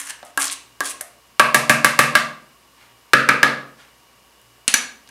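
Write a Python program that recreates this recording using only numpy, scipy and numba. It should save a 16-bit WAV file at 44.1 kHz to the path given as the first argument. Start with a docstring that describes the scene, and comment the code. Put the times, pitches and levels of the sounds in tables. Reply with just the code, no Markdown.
"""A hard-walled kitchen: a metal spoon stirs batter in a plastic bowl, scraping and knocking its wall,
is wiped on the rim and rapped there in two bursts, then laid on the table.
Blows ring decaying modes with filtered-impulse cracks; scrapes and wipes are shaped noise grains and noise.
Each part of a blow has its own noise-built echoes, over a quiet appliance drone, hum and hiss.
A limiter and clipping flatten the loudest raps."""
import sys
import numpy as np
from scipy import signal
from scipy.fft import rfft, irfft
from scipy.io import wavfile
from scipy.ndimage import uniform_filter1d
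from numba import njit

SR = 44100
rng = np.random.default_rng(int(sys.argv[2]) if len(sys.argv) > 2 else 0)


def bounce(signal):
    """Save signal as a 16-bit WAV file at the path given by the first command-line argument."""
    frames = np.transpose(np.atleast_2d(signal))
    limited = np.clip(frames, -1, 1)
    pcm = np.round(limited * 32767).astype(np.int16)
    wavfile.write(sys.argv[1], SR, pcm)


N = 225305  # length [samples]

BOTTOM, WALL, NEAR_RIM, FAR_RIM = range(4)  # where the spoon meets the bowl
BOWL_END, HANDLE = range(2)  # which end of the spoon lands
# every part of a blow leaves in its own direction, so each row meets its own set of echoes
EVEN_MODES, ODD_MODES, KNOCK, SNAP, REBOUND, RUB = range(6)


def undb(db):
    """Decibels to gain."""
    return 10 ** (np.asarray(db) / 20)


def level(x, db):
    """Scale to an rms level in dB."""
    return x * undb(db) / np.sqrt(np.mean(x ** 2))


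def band(x, hz, width_hz):
    """Two-pole resonance, gain 1 at the centre."""
    return signal.lfilter(*signal.iirpeak(hz, hz / width_hz, SR), x)


def colour(x, table):
    """Shape the spectrum by (frequency [Hz], gain [dB]) points joined on a log-frequency axis."""
    hz, db = np.transpose(table)
    f = np.arange(len(x) // 2 + 1) * SR / len(x) + 1
    gain = undb(np.interp(np.log(f), np.log(hz), db))
    return irfft(rfft(x) * gain, len(x))


def add(track, sound, s):
    """Mix a sound in at time s, cut off at the end of the scene."""
    i = int(s * SR)
    track[..., i:i + sound.shape[-1]] += sound[..., :N - i]


def decay_over(t, t60):
    """Exponential decay that falls 60 dB in t60 seconds."""
    return np.exp(-np.log(1000) * t / t60)


def swell(touch, hardest, lift, db, rise_db, fall_db):
    """Gain that climbs to a peak and falls, in dB per second, while there is contact."""
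    t = np.arange(N) / SR
    slope = np.where(t < hardest, rise_db * (t - hardest), fall_db * (hardest - t))
    contact = (t >= touch) * (t < lift)
    return uniform_filter1d(undb(db + np.maximum(slope, -120)) * contact, size=200)


def ring(hz, t60, db):
    """Decaying modes, weighted, tuned and phased a little differently each time; two rows, summed peak 1."""
    t = np.arange(SR // 2) / SR
    scatter = rng.standard_normal((len(hz), 3))
    gain = undb(db + 1.12 * scatter[:, 0])
    pitch = hz * (1 + 0.011 * scatter[:, 1])
    phase = 2 * np.pi * np.outer(pitch, t) + np.pi * scatter[:, 2:]
    modes = gain[:, None] * np.sin(phase) * decay_over(t, t60[:, None])
    modes = modes * np.minimum(t / 0.00062, 1)  # the push takes a moment
    rows = np.array([modes[::2].sum(axis=0), modes[1::2].sum(axis=0)])
    return rows / np.abs(modes.sum(axis=0)).max()


def crack(hz, width):
    """One sharp push through modes too dense to ring at a pitch; width as a share of the centre; peak 1."""
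    push = signal.unit_impulse(SR // 50)
    y = band(band(push, hz, width * hz), hz, width * hz)
    return rng.choice([-1, 1]) * y / np.abs(y).max()


@njit
def sweep(x, hz, q):
    """State-variable band-pass whose centre moves."""
    y, b, l = np.empty(len(x)), 0., 0.
    for i in range(len(x)):
        g = np.tan(np.pi * hz[i] / SR)
        v = (b + g * (x[i] - l)) / (1 + g * (g + 1 / q))
        b, l, y[i] = 2 * v - b, l + 2 * g * v, v / q
    return y


@njit
def follow(x, attack, release):
    """Envelope that rises fast and falls slowly."""
    y, e = np.empty(len(x)), 0.
    for i in range(len(x)):
        e += (abs(x[i]) - e) * (attack if abs(x[i]) > e else release)
        y[i] = e
    return y


# colour of the air and hiss: (frequency [Hz], relative gain [dB])
HISS_COLOUR = [(15, -54), (25, -28), (53, -7.5), (87, -15), (114, -13.5), (394, -10.5), (754, -11.5),
               (962, -14.5), (1890, -14), (2910, -17.5), (3430, -17), (13600, -23), (16000, -31)]
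# appliance drone: (centre [Hz], width of each of two filter passes [Hz], rms level [dB])
DRONE_BANDS = [(119.2, 7.8, -70.5), (249, 25, -76), (944, 41, -67.5), (1116, 130, -63.5),
               (2303, 100, -71.5), (2880, 250, -64.5), (5060, 790, -71)]
HISS_DB = -55.5
MAINS_HZ, MAINS_DB = 59.8, -67.5


def background():
    """Coloured noise for room air and hiss, a sine for mains hum, narrow noise bands for an appliance."""
    hiss = level(colour(rng.standard_normal(N), HISS_COLOUR), HISS_DB)
    hum = level(np.sin(2 * np.pi * MAINS_HZ * np.arange(N) / SR), MAINS_DB)
    drone = np.zeros(N)
    for hz, width_hz, db in DRONE_BANDS:
        narrow = band(band(rng.standard_normal(N), hz, width_hz), hz, width_hz)
        drone += level(narrow, db)
    return hiss + hum + drone


# echoes of the kitchen: (frequency [Hz], decay t60 [s], relative level [dB])
ROOM_DECAY = [(74, 0.91, -18), (220, 0.75, 2.5), (520, 0.58, 11), (1362, 0.43, 9), (3430, 0.4, 10.5),
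              (10200, 0.33, 2), (17300, 0.17, 9)]
ROOM_DB = -5.5


def echoes():
    """Quick glances off table and bowl, then dense echoes that die band by band."""
    t = np.arange(SR) / SR
    hz, t60, db = np.transpose(ROOM_DECAY)
    late = 0
    for centre in 60 * 2 ** np.arange(0, 8.1, .5):  # half-octave bands
        edges = centre * 2 ** np.array([-.25, .25])
        bandpass = signal.butter(2, edges, "band", fs=SR, output="sos")
        noise = signal.sosfilt(bandpass, rng.standard_normal(SR))
        band_t60 = np.interp(np.log(centre), np.log(hz), t60)
        band_db = np.interp(np.log(centre), np.log(hz), db)
        late = late + undb(band_db) * noise * decay_over(t, band_t60)
    onset = np.clip((t - .0006) / 0.005, 0, 1)
    glances = 1 + undb(24.5) * decay_over(t, 0.011)  # early boost, gone within milliseconds
    return undb(ROOM_DB) * late * onset * glances / np.sqrt(np.sum(late ** 2))


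def kitchen(dry):
    """Hard walls answer: each direction is convolved with its own echoes."""
    return sum(signal.fftconvolve(part, echoes())[:N] for part in dry)


# batter wiped softly off on the rim: (touch [s], hardest [s], lift [s], peak level [dB])
RIM_WIPES = [(2.734, 2.818, 2.96, -51.5), (3.776, 3.804, 3.89, -49)]
WIPE_RISE_DB_PER_S, WIPE_FADE_DB_PER_S = 238.5, 149


def wipe():
    """Soft rubbing as a smear of noise in the bowl's middle register."""
    smear = level(band(rng.standard_normal(N), 1600, 1400), 0)
    return smear * sum(swell(*row, WIPE_RISE_DB_PER_S, WIPE_FADE_DB_PER_S) for row in RIM_WIPES)


# spoon edge dragged along the wall: (touch [s], hardest [s], lift [s], peak level [dB],
# first ring of the edge [Hz], ring of the wall [dB re peak])
SCRAPE_STROKES = [(0, -0.009, 0.18, -34.5, 8300, -4.5), (0.05, 0.112, 0.11, -33.5, 7500, 0),
                  (0.25, .25, 0.31, -54, 8600, 2), (0.39, 0.414, 0.48, -27, 9220, -8.5),
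                  (0.51, 0.542, 0.5367, -26, 7900, -37), (0.836, 0.86, 0.92, -30.5, 8250, -38),
                  (0.894, 0.89, .925, -38, 9250, -32)]
# the edge catches and slips: (time [s], peak level [dB], centre [Hz])
EDGE_SLIPS = [(0.0807, -23, 9200), (0.1015, -42, 6100), (0.2504, -25.5, 9400), (0.2676, -30, 6570),
              (0.4213, -2.5, 5940), (0.443, -7, 9000), (0.444, -12, 6000), (0.455, -3.5, 8400),
              (0.4708, -9, 6000), (0.4785, -13, 4500), (0.481, -8, 6000), (0.499, -12, 3400),
              (0.5163, -27, 7230), (0.5286, -21, 7170), (0.5332, -18, 6760), (0.538, -23, 6000),
              (0.858, -12, 6600), (0.8977, -15, 10200), (4.416, -30.5, 12000), (4.968, -67.5, 4540),
              (5.0757, -32, 3970)]
# colour of the rasp: (frequency [Hz], relative gain [dB])
RASP_COLOUR = [(1180, -24), (2000, 2.5), (3400, 0), (4610, -17), (6530, -1), (10500, 7), (12500, -23),
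               (14800, -4), (16000, -25)]
PRESS_DB_PER_S, EASE_DB_PER_S = 350, 188
CHATTER_MS, CHATTER_DB = 2.5, 3
EDGE_DB, EDGE_SAG_HZ_PER_S = 0, 34000


def scrape():
    """Dense stick-slip grains of uneven size ring the spoon's edge and the bowl wall; single slips click out."""
    t = np.arange(N) / SR
    pressure, wall_gain, edge_hz = np.zeros(N), np.zeros(N), np.zeros(N)
    for touch, hardest, lift, db, hz, wall_db in SCRAPE_STROKES:
        push = swell(touch, hardest, lift, db, PRESS_DB_PER_S, EASE_DB_PER_S)
        pressure = pressure + push
        wall_gain = wall_gain + undb(wall_db) * push
        edge_hz = np.where(t >= touch, hz - EDGE_SAG_HZ_PER_S * (t - touch), edge_hz)
    size_db = 2.4 * np.minimum(rng.exponential(size=N), 3)
    is_grain = rng.random(N) < .2
    grains = rng.standard_normal(N) * undb(size_db) * is_grain
    # the edge chatters: contact comes in uneven patches
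    patch = int(CHATTER_MS * SR / 1000)
    chatter = np.repeat(rng.standard_normal(N // 40), patch)[:N]
    grains = grains * uniform_filter1d(undb(CHATTER_DB * chatter), size=40)
    rasp = level(colour(grains, RASP_COLOUR), 0)
    edge = level(sweep(grains, np.clip(edge_hz, 5500, 14000), 1.1), EDGE_DB)
    wall = np.zeros(N)
    for row in BOWL_MODES:
        hz, t60, wall_db = row[0], row[1], row[2 + WALL]
        if hz > 900:  # grains drive only the upper wall modes
            wall += undb(wall_db) * band(grains, hz, np.log(1000) / (np.pi * t60))
    out = pressure * (rasp + edge) + wall_gain * level(wall, 0)
    for s, db, hz in EDGE_SLIPS:
        add(out, undb(db) * crack(min(hz, 12000), 1.0), s)
    return out


# spoon laid down, bowl end, then handle in two touches, and let go:
# (time [s], end, blow level [dB], contact time [ms], snap [dB re blow])
SPOON_DROPS = [(4.679, BOWL_END, 3.5, 0.14, 4.5), (4.740, HANDLE, 6, 0.37, 3.5),
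               (4.7416, HANDLE, 1, 0.12, 1), (5.09, HANDLE, -34.5, 1, 5.5)]
# spoon and table modes: (frequency [Hz], decay t60 [s], relative level when the bowl end lands [dB],
# relative level when the handle lands [dB])
SPOON_MODES = [(242, 0.04, -11.5, -14.5), (560, 0.016, -14, -14.5), (1180, 0.019, -14, -8),
               (1660, 0.022, -11, 3), (1850, 0.015, -25, -3), (2310, 0.021, -9, 3), (2570, 0.021, -3, -3),
               (2765, 0.017, 1, -2.5), (4150, 0.016, -14, -8), (4370, 0.027, -3, -2),
               (5970, 0.024, -7.5, 5), (6240, 0.019, -0.5, -3), (6080, 0.019, -3.5, 10),
               (6780, 0.017, 1, 9.5), (7830, 0.016, 7.5, 7.5), (8810, 0.013, 9.5, 7), (9440, 0.02, 10, 10),
               (10250, 0.0074, 10, 16), (11360, 0.0078, -12, 16)]


def spoon():
    """The spoon chinks on the table as decaying modes; a longer contact dulls it."""
    out = np.zeros((RUB + 1, N))
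    hz, t60, *weights = np.transpose(SPOON_MODES)
    for k, (s, end, db, contact_ms, snap_db) in enumerate(SPOON_DROPS):
        # one-pole low-pass with its corner at 1 / contact time
        keep = np.exp(-1000 / (SR * max(contact_ms, .01)) * 2 * np.pi)
        chink = signal.lfilter([1 - keep], [1, -keep], ring(hz, t60, weights[end]))
        add(out[:KNOCK], undb(db) * chink / np.abs(chink.sum(axis=0)).max(), s)
        # successive snaps leave in different directions
        add(out[KNOCK + k % 3], undb(db + snap_db) * crack(4000, 2.5), s)
    return out


# spoon on the bowl: (time [s], spot, blow level [dB], thump [dB], brightness [dB per octave],
# snap [dB re blow], rebound [dB re snap])
BOWL_BLOWS = [(0.229, BOTTOM, -25.5, -5, -12, -11, -9), (.375, WALL, -8, 6.5, -0.5, 4.5, 1),
              (.806, WALL, -9, 4.5, -8, 5.5, -15.5), (1.0094, BOTTOM, -22, -11, 3.5, 3.5, 13.5),
              (1.396, NEAR_RIM, 5.5, -9, -5.5, -5, 4.5), (1.5454, NEAR_RIM, 3.5, 4.5, 2.2, 8.5, -4),
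              (1.6956, NEAR_RIM, 1.5, 4, 3.5, 11, -8.5), (1.8456, NEAR_RIM, 5.5, -1, -0.7, 5, -4),
              (1.9906, NEAR_RIM, 6.5, -1.2, 0, 5.5, -4), (2.1531, NEAR_RIM, 5.5, -2.5, 0, 2.5, -15.5),
              (3.1341, FAR_RIM, 9.5, 5, 1.3, -7, -3), (3.2892, FAR_RIM, 4.5, 4, 2.3, -5, -6.5),
              (3.4306, FAR_RIM, 8.5, 5, -1, -8.5, -3), (4.581, BOTTOM, -46.5, 2.5, -9, -18, -14)]
# bowl modes: (frequency [Hz], decay t60 [s], relative level when struck at
# bottom [dB], wall [dB], near rim [dB], far rim [dB])
BOWL_MODES = [(134.4, 0.63, -40, -46.5, -19.5, -24.5), (155, 0.6, -34.5, -37, -21, -32.5),
              (201.3, 0.18, -29, -42, -17, -20), (231.2, 0.36, -21, -46.5, -17, -22.5),
              (278, 0.32, -30, -16, -27.5, -23), (303, 0.09, -14.5, -28.5, -13.5, -25),
              (415, 0.025, -23, -6.5, -12.5, -7.5), (518, 0.047, -40, -13, -11.5, -6),
              (595.7, 0.061, -1, -19, -4.5, -11.5), (710, 0.047, 4.5, -10, -21, -39),
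              (740, 0.0065, -20, 18, 6.5, -27.5), (1010, 0.033, -14, -19, -8, -36),
              (1093.5, 0.059, -11, 12.5, -2, -29.5), (1163, 0.061, -24.5, 9, 3, -7),
              (1232, 0.11, -9.5, -23, -14.5, -1.5), (1302, 0.04, -19, 11, -1.5, 7),
              (1351, 0.06, -11, -32, -9.5, 0), (1506, 0.012, -0.5, 16, -14, 12.5),
              (1612, 0.03, -37, 17, 7, 4.5), (1675, 0.042, -16.5, -35, 1.5, 8.5),
              (1850, 0.0055, 11.5, 17, 18.5, 10.5), (2112, 0.015, -4, -26, 1.5, 2.5),
              (2280, 0.014, -33, -44, 7.5, 7.5), (2636, 0.011, -3, 13, 8, 5.5)]
# dull knock under each blow: (bottom, wall, near rim, far rim) [dB re blow]
SPOT_KNOCK_DB = [-4, -5.5, -2.2, -4]
# time until the spoon bounces back: (bottom, wall, near rim, far rim) [ms]
SPOT_REBOUND_MS = [2.5, 1.5, 2, 2]
LOW_WALL_MODE, LINGER_DB = [4], -52.5  # row of the bowl modes, peak level
THUMP_HZ = 830  # the thump fades in over the octave below
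BRIGHT_HZ = 1300  # brightness tilts the modes above this


def bowl():
    """Each blow rings the bowl's modes as struck at its spot, knocks, snaps, and rebounds once."""
    out, modes = np.zeros((RUB + 1, N)), np.array(BOWL_MODES)
    hz, t60 = modes[:, 0], modes[:, 1]
    # the low wall mode is faintly sounding at the start
    add(out[:KNOCK], undb(LINGER_DB) * ring(hz[LOW_WALL_MODE], t60[LOW_WALL_MODE], 0), 0)
    for s, spot, db, thump_db, bright_db, snap_db, rebound_db in BOWL_BLOWS:
        # a heavier blow also rocks the whole bowl on the table
        weights = modes[:, 2 + spot] + thump_db * np.clip(np.log2(THUMP_HZ / hz), 0, 1)
        # a harder edge favours the upper modes
        weights = weights + bright_db * np.log2(np.maximum(hz / BRIGHT_HZ, 1))
        again = s + SPOT_REBOUND_MS[spot] / 1000
        add(out[:KNOCK], undb(db) * ring(hz, t60, weights), s)
        add(out[:KNOCK], undb(db + min(rebound_db, 0) - 22.5) * ring(hz, t60, weights), again)
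        add(out[KNOCK], undb(db + SPOT_KNOCK_DB[spot]) * crack(3760, 0.95), s)
        add(out[SNAP], undb(db + snap_db) * crack(8100, 1.33), s)
        add(out[REBOUND], undb(db + snap_db + rebound_db) * crack(10030, 0.52), again)
    return out


def scene():
    """Everything at the bowl and its echoes reach a small capsule, weak in deep bass and top treble."""
    dry = bowl() + spoon()
    add(dry[RUB], scrape() + wipe(), 0)
    capsule = signal.butter(3, [95, 12500], "band", fs=SR, output="sos")
    heard = signal.sosfilt(capsule, dry.sum(axis=0) + kitchen(dry))
    return (heard + background())[None]


def record(dry):
    """A limiter holds loud passages down, peaks clip, rumble and top are cut."""
    envelope = follow(dry[0], 1 / (0.0095 * SR), 1 / (0.059 * SR))  # attack 9.5 ms, release 59 ms
    gain = np.minimum(undb(-9.5) / (envelope + 1e-9), 1) ** 0.91
    clipped = np.clip(dry * gain, -.98, .98)
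    rumble_cut = signal.butter(2, 60, "high", fs=SR, output="sos")
    top_cut = signal.ellip(9, .2, 80, 15700, fs=SR, output="sos")
    return signal.sosfilt(top_cut, signal.sosfilt(rumble_cut, clipped))


dry = scene()
out = record(dry)
bounce(out)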